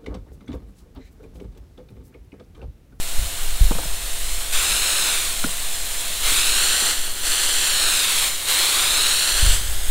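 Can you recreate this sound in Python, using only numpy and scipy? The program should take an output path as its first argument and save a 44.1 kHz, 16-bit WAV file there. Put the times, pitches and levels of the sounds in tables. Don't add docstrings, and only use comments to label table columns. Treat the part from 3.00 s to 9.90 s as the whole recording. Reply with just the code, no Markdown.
import sys
import numpy as np
from scipy import signal
from scipy.fft import rfft, irfft
from scipy.io import wavfile
from scipy.ndimage import map_coordinates

SR = 44100
rng = np.random.default_rng(int(sys.argv[2]) if len(sys.argv) > 2 else 0)


def wav_out(sig):
    wavfile.write(sys.argv[1], SR, np.round(np.clip(np.atleast_2d(sig).T, -1, 1) * 32767).astype(np.int16))


def gain_from_decibels(decibels):
    exponent = np.asarray(decibels, float) / 20
    return 10 ** exponent


N = 304290

# (time [s], hiss level [dB], turn towards the camera [0-1])
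BLEED_AIR = [(0, -33.5, 0.15), (.94, -34.5, 0.3), (1.3, -31.5, 0.1), (1.6, -33, 0.28), (2.1, -30.5, 0.36),
             (2.8, -31.5, 0.14), (3.2, -30, 0.48), (3.6, -30, 0.68), (4.15, -34, 0.37), (4.45, -24, 0.5),
             (4.85, -33, 0.88), (5.3, -33, 0.33), (5.6, -31.5, 0.9), (6.0, -33.5, 0.98), (6.4, -40, 0.64),
             (6.9, -32.5, 0.1)]


def rms_one(x):
    return x / np.sqrt(np.mean(x ** 2) + 1e-20)


def in_time(rows):
    s, *columns = np.transpose(rows)
    return [np.interp(np.arange(N) / SR, s, c) for c in columns]


def noise(spectrum, low_hz, high_hz):
    hz = np.arange(N // 2 + 1) * SR / N
    points = np.array(spectrum, float)
    shape_db = np.interp(np.log(hz + 0.091), np.log(points[:, 0]), points[:, 1])
    lines = rfft(rng.standard_normal(N)) * gain_from_decibels(shape_db)
    inside = (hz > low_hz) & (hz < high_hz)
    return irfft(lines, N) * N / np.sqrt(2 * np.sum(np.abs(lines[inside]) ** 2))


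def drift(rate_hz):
    r = np.exp(-80 * np.pi * rate_hz / SR)
    slow = signal.lfilter([1], [1, -2 * r, r * r], rng.standard_normal(N // 40 + 4002))
    slow = slow[4000:]
    return np.interp(np.arange(N) / 40, np.arange(len(slow)), rms_one(slow))


def band(x, low_hz, high_hz):
    return signal.sosfiltfilt(signal.butter(2, [low_hz, high_hz], "band", fs=SR, output="sos"), x)


def ring(clicks, hz, t60):
    r, w = gain_from_decibels(-60 / (t60 * SR)), 2 * np.pi * hz / SR
    return signal.lfilter([0, np.sin(w)], [1, -2 * r * np.cos(w), r * r], clicks + 1e-18)


def bell(x, hz, width_hz, db):
    a, w = np.sqrt(gain_from_decibels(db)), 2 * np.pi * hz / SR
    k = np.sin(w) * width_hz / hz / 2
    above = [1 + k * a, -2 * np.cos(w), 1 - k * a]
    below = [1 + k / a, -2 * np.cos(w), 1 - k / a]
    return signal.lfilter(above, below, x)


def garden():
    # (frequency [Hz], density [dB per Hz])
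    outdoors = [(40, -8), (100, -1.5), (160, -10), (220, -6), (400, -16.5), (800, -3.5), (1500, -17),
                (4000, -21)]
    return gain_from_decibels(-52.5 + 2.0 * drift(9.5)) * noise(outdoors, low_hz=100, high_hz=1000)


def compressor():
    # (multiple of the stroke rate [1], level [dB rms], change once the camera has moved [dB])
    harmonics = [(2, -55, 0), (4, -58.5, 0), (6, -61, 2), (7, -62, 0), (8, -60, 2), (9, -62, 2),
                 (10, -57, -4), (11, -61, -3), (12, -56, 0), (13, -60, 0), (15, -50.5, -9)]
    move_s = (3.3, 3.7)
    stroke_hz, mains_hz, mains_db = 45.32, 120, -57
    t = np.arange(N) / SR
    moved = np.interp(t, move_s, [0, 1])
    lines = [(k * stroke_hz, db + late_db * moved) for k, db, late_db in harmonics]
    hum = np.zeros(N)
    for hz, db in lines + [(mains_hz, mains_db)]:
        hum += np.sqrt(2) * gain_from_decibels(db) * np.sin(2 * np.pi * hz * t + rng.uniform(0, 7.4))
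    return gain_from_decibels(0.21 * drift(1.5)) * hum


def shake():
    # (time [s], sway level [dB], grip tremor level [dB])
    hand = [(0, -23, -41), (1.0, -25.5, -36), (1.8, -32, -34), (2.1, -28.5, -42), (4.1, -22.5, -43),
            (5.3, -30, -46.5), (6.2, -30, -43), (6.9, -26, -38)]
    # (time [s], half width [s], sway level [dB], grip tremor level [dB])
    jolts = [(.23, 0.042, -19, -26), (.44, 0.028, -15, -56), (.66, 0.053, -13.5, -24),
             (.86, 0.06, -17, -26), (1.32, 0.065, -31, -39), (1.68, .12, -30, -33), (2.55, 0.17, -37, -42),
             (3.3, 0.12, -33.5, -36), (3.54, 0.017, -24, -28), (6.48, 0.062, -16.5, -18),
             (6.7, 0.073, -18.5, -16), (6.9, 0.027, -19.5, -34)]
    t = np.arange(N) / SR
    sway_level, grip_level = gain_from_decibels(in_time(hand))
    for s, width_s, sway_db, grip_db in jolts:
        jolt = np.exp(-.5 * ((t - s) / width_s) ** 2)
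        sway_level = sway_level + gain_from_decibels(sway_db) * jolt
        grip_level = grip_level + gain_from_decibels(grip_db) * jolt
    lumpy_db = 3.5 * drift(2.4)
    tremor_level = np.minimum(grip_level * gain_from_decibels(lumpy_db), gain_from_decibels(-30.5))
    sway = noise([(1, 4), (4, 0), (10, 4), (15, -0.5), (20, -17), (30, -52.5)], low_hz=1.9, high_hz=20)
    tremor = noise([(15, -61), (24, -8.0), (35, 1.5), (50, -8), (62, -30), (90, -77)],
                   low_hz=22, high_hz=52)
    rumble = noise([(35, -26), (55, -6.5), (85, -9.0), (100, -23), (150, -40)], low_hz=52, high_hz=100)
    return sway_level * sway + tremor_level * tremor + gain_from_decibels(-17) * grip_level * rumble


def thumps():
    # (time [s], push level [dB], upper modes [dB], direction [+1 or -1])
    pushes = [(0.182, -21, 9, 1), (0.222, -21.5, 9, 1), (0.609, 1, -4.5, -1), (0.714, -21, 0, 1),
              (6.426, -10, 7, 1), (6.465, -10, 2.5, -1), (6.49, -21, 6, -1), (6.508, -20, 2, 1),
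              (6.611, -23, 5, 1), (6.685, -21, -3, -1), (6.885, -30, 2, -1)]
    # (frequency [Hz], level [dB], decay time t60 [s])
    modes = [(36.6, -3.5, 0.34), (54.6, -4, 0.16), (83.2, -22, 0.68), (143, -21, 0.18), (179, -18.5, 0.21)]
    s, push_db, upper_db, direction = np.transpose(pushes)
    at, out = np.round(s * SR).astype(int), np.zeros(N)
    for k, (hz, db, t60) in enumerate(modes):
        clicks = np.zeros(N)
        clicks[at] = np.sign(direction) * gain_from_decibels(push_db + db + upper_db * (k > 0))
        out += ring(clicks, hz, t60)
    return signal.sosfilt(signal.butter(3, 130, fs=SR, output="sos"), out)


def knocks():
    # (time [s], peak level [dB], low mode [Hz], high mode [Hz], high mode level [dB])
    hits = [(.7108, -11.5, 263, 790, -4), (0.7173, -16.5, 504, 900, -2), (0.729, -32, 230, 420, -3),
            (.752, -21.5, 160, 520, -8), (.768, -32, 250, 600, -6), (.7858, -22, 520, 1220, -2),
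            (.792, -29, 300, 815, 7), (.802, -37, 350, 700, -6), (.832, -33, 307, 900, 0),
            (.855, -26, 160, 596, -6), (1.712, -26, 182, 400, -10), (2.441, -14.5, 1440, 2070, -3),
            (2.442, -34, 620, 950, 0), (2.4453, -16.5, 265, 316, -9), (2.4605, -23, 173, 432, -4),
            (2.468, -28, 181, 503, -1), (2.49, -33, 200, 1100, 4), (2.512, -42, 280, 1800, -1),
            (3.101, -35.5, 199, 610, 3), (3.32, -29, 324, 500, -8), (3.824, -30, 229, 400, 4)]
    out, size = np.zeros(N), SR // 5
    for s, db, low_hz, high_hz, high_db in hits:
        click = np.zeros(size)
        click[0] = 1
        t60 = .013 + 4.0 / low_hz + .0008 * max(-20 - db, 0)
        rattle = 0.054 * rng.standard_normal(size) * np.exp(-np.arange(size) / (0.0073 * SR))
        blow = click + rattle
        hit = ring(blow, low_hz, t60) + gain_from_decibels(high_db) * ring(blow, high_hz, 0.55 * t60)
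        at = round(s * SR)
        out[at:at + size] += gain_from_decibels(db) * hit
    return signal.sosfilt(signal.butter(2, 2800, fs=SR, output="sos"), out)


def path_ms():
    # (time [s], extra path of the bounce [ms])
    sweep = [(.55, 1.41), (1.18, 1.059), (1.55, .845), (1.92, .756), (2.3, .895), (2.68, 1.164),
             (2.92, 1.242), (3.18, 1.067), (3.42, .808), (3.65, .7), (3.9, .677), (4.5, .67), (4.88, .757),
             (5.25, .95), (5.47, 1.045), (5.75, .877), (6.15, .72), (6.9, .6)]
    s, ms = np.transpose(sweep)
    place = np.interp(np.arange(N) / SR, s, np.arange(len(s)))
    k = np.minimum(place.astype(int), len(s) - 2)
    u, step = place - k, np.diff(s)[k]
    chord = np.pad(np.diff(ms) / np.diff(s), 1, "edge")
    slope = 2 * np.maximum(chord[1:] * chord[:-1], 0) / (chord[1:] + chord[:-1])
    ease = u * u * (3 - 2 * u)
    bend = (1 - u) * slope[k] - u * slope[k + 1]
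    return ms[k] + ease * (ms[k + 1] - ms[k]) + step * u * (1 - u) * bend


def trigger():
    # (opens [s], pull time [s], let go [s], release time constant [s])
    pulls = [
        (1.515, .018, 2.15, .11),
        (3.19, .075, 3.915, .022),
        (4.2, .07, 5.265, .025),
        (5.445, .05, 6.54, .04),
    ]
    pull_db = [-24, -23, -23.5, -23.5]
    linger_share, linger_s = 0.4, .11
    settle_db, settle_s = -1, 0.072
    t, opening, spray = np.arange(N) / SR, np.zeros(N), np.zeros(N)
    for (opens, pull_s, let_go, release_s), db in zip(pulls, pull_db):
        shut = np.maximum(t - let_go, 0)
        fall = (1 - linger_share) * np.exp(-shut / release_s) + linger_share * np.exp(-shut / linger_s)
        pull = np.clip((t - opens) / pull_s, 0, 1) ** 2 * fall
        opening += pull
        spray += pull * gain_from_decibels(db + settle_db * np.exp(-np.maximum(t - opens, 0) / settle_s))
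    return np.minimum(opening, 1), spray


def jet(opening, spray, lag_ms):
    # (frequency [Hz], density [dB per Hz])
    nozzle = [(700, -15.5), (1100, -14.5), (1400, -5.5), (1750, -1.5), (2500, 1), (3700, 4.5), (4400, 5.5),
              (5600, -3), (6400, -1.15), (7250, 3), (9400, 2), (10200, -1), (11500, -5.5), (15700, -10)]
    # (frequency [Hz], density [dB per Hz])
    droplets = [(150, -35), (300, -4), (600, -1), (1100, 3.5), (1600, 3), (2500, -13)]
    bleed_db, turn = in_time(BLEED_AIR)
    raised = np.maximum(opening, turn ** 2) * (lag_ms - 0.88)
    body_rest_db, body_spray_db = -0.2, 0.95
    body_db = body_rest_db + (body_spray_db - body_rest_db) * opening
    body_db = body_db + 8.5 * raised + 2 * (turn - .5)
    top_rest_db, top_spray_db = -4.5, -6
    top_db = top_rest_db + (top_spray_db - top_rest_db) * opening + 16 * raised

    air = noise(nozzle, low_hz=5110, high_hz=10800)
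    air = air + (gain_from_decibels(-3 + 5 * turn) - 1) * band(air, 3500, 4600)
    body, top = band(air, 300, 4700), band(air, 10800, 19000)
    body_gain = gain_from_decibels(body_db + 0.81 + 0.19 * drift(0.77))
    top_gain = gain_from_decibels(top_db + 7.5)
    level = (1 - opening) * gain_from_decibels(bleed_db) + spray * gain_from_decibels(-3 * raised)
    hiss = level * (air + (body_gain - 1) * body + (top_gain - 1) * top)

    roar_level = (1 - opening) * gain_from_decibels(-48.5) + opening * gain_from_decibels(-39.5)
    roar_db = 0.28 * drift(26) + 0.75 * drift(4.4) + 4 * turn + raised
    roar = roar_level * gain_from_decibels(roar_db) * noise(droplets, low_hz=332, high_hz=1100)
    flutter = gain_from_decibels(0.22 * drift(12) + 0.27 * drift(37) + 0.55 * drift(240))
    return flutter * (hiss + roar)


def off_roof(x, opening, lag_ms):
    echo_db = -7.5 - 19 * np.maximum(lag_ms - .72, 0)
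    echo_db = echo_db - 4 * (1 - opening) * in_time(BLEED_AIR)[1]
    share = .95 * gain_from_decibels(echo_db)
    returned = signal.sosfilt(signal.butter(1, 1200, "high", fs=SR, output="sos"), x)
    echo = map_coordinates(returned, [np.arange(N) - lag_ms * SR / 1000], order=3, mode="mirror")
    return (x + share * echo) / np.sqrt(1 + share ** 2)


def scene():
    (opening, spray), lag_ms = trigger(), path_ms()
    spray_gun = off_roof(jet(opening, spray, lag_ms), opening, lag_ms)
    mono = garden() + compressor() + shake() + thumps() + knocks() + spray_gun
    return np.stack([mono, mono])


def splits(heard):
    # (time [s], low edge [Hz], high edge [Hz])
    puffs = [(.029, 8500, 12000), (.18, 4500, 5900), (.18, 13000, 14700), (.285, 11000, 12600),
             (.482, 9600, 11300), (.563, 4500, 5900), (.854, 4000, 6500), (.97, 5700, 7800),
             (1.213, 11000, 15300), (2.746, 4100, 12000), (2.943, 6200, 7800), (2.99, 5100, 9800),
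             (3.384, 6200, 11800), (3.408, 4500, 5900), (3.408, 11000, 12600), (3.443, 9600, 11300),
             (5.196, 11000, 12600), (5.312, 6700, 8400), (5.347, 5100, 11300), (5.95, 5600, 7100),
             (6.171, 7500, 9200)]
    out, size = np.zeros(N), 1600
    for s, low_hz, high_hz in puffs:
        puff = rms_one(band(band(rng.standard_normal(size), low_hz, high_hz), low_hz, high_hz))
        at = round(s * SR) - size // 2
        strength = gain_from_decibels(-1.5) * np.std(band(heard[at:at + size], low_hz, high_hz))
        out[at:at + size] += strength * puff * np.hanning(size)
    return out * [[1], [-1]]


def band_limit(x):
    return signal.sosfilt(signal.butter(12, 16520, fs=SR, output="sos"), x)


def record(dry):
    # (frequency [Hz], width [Hz], level [dB])
    housing = [(4020, 580, 2), (4710, 347, -9.5), (5060, 200, 1), (8870, 790, 1.5)]
    for hz, width_hz, db in housing:
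        dry = bell(dry, hz, width_hz, db)
    top_cut = signal.ellip(12, .3, 80, 15730, fs=SR, output="sos")
    mix = signal.sosfilt(top_cut, dry + splits(dry[0]))
    return band_limit(mix)


dry = scene()
out = record(dry)
wav_out(out)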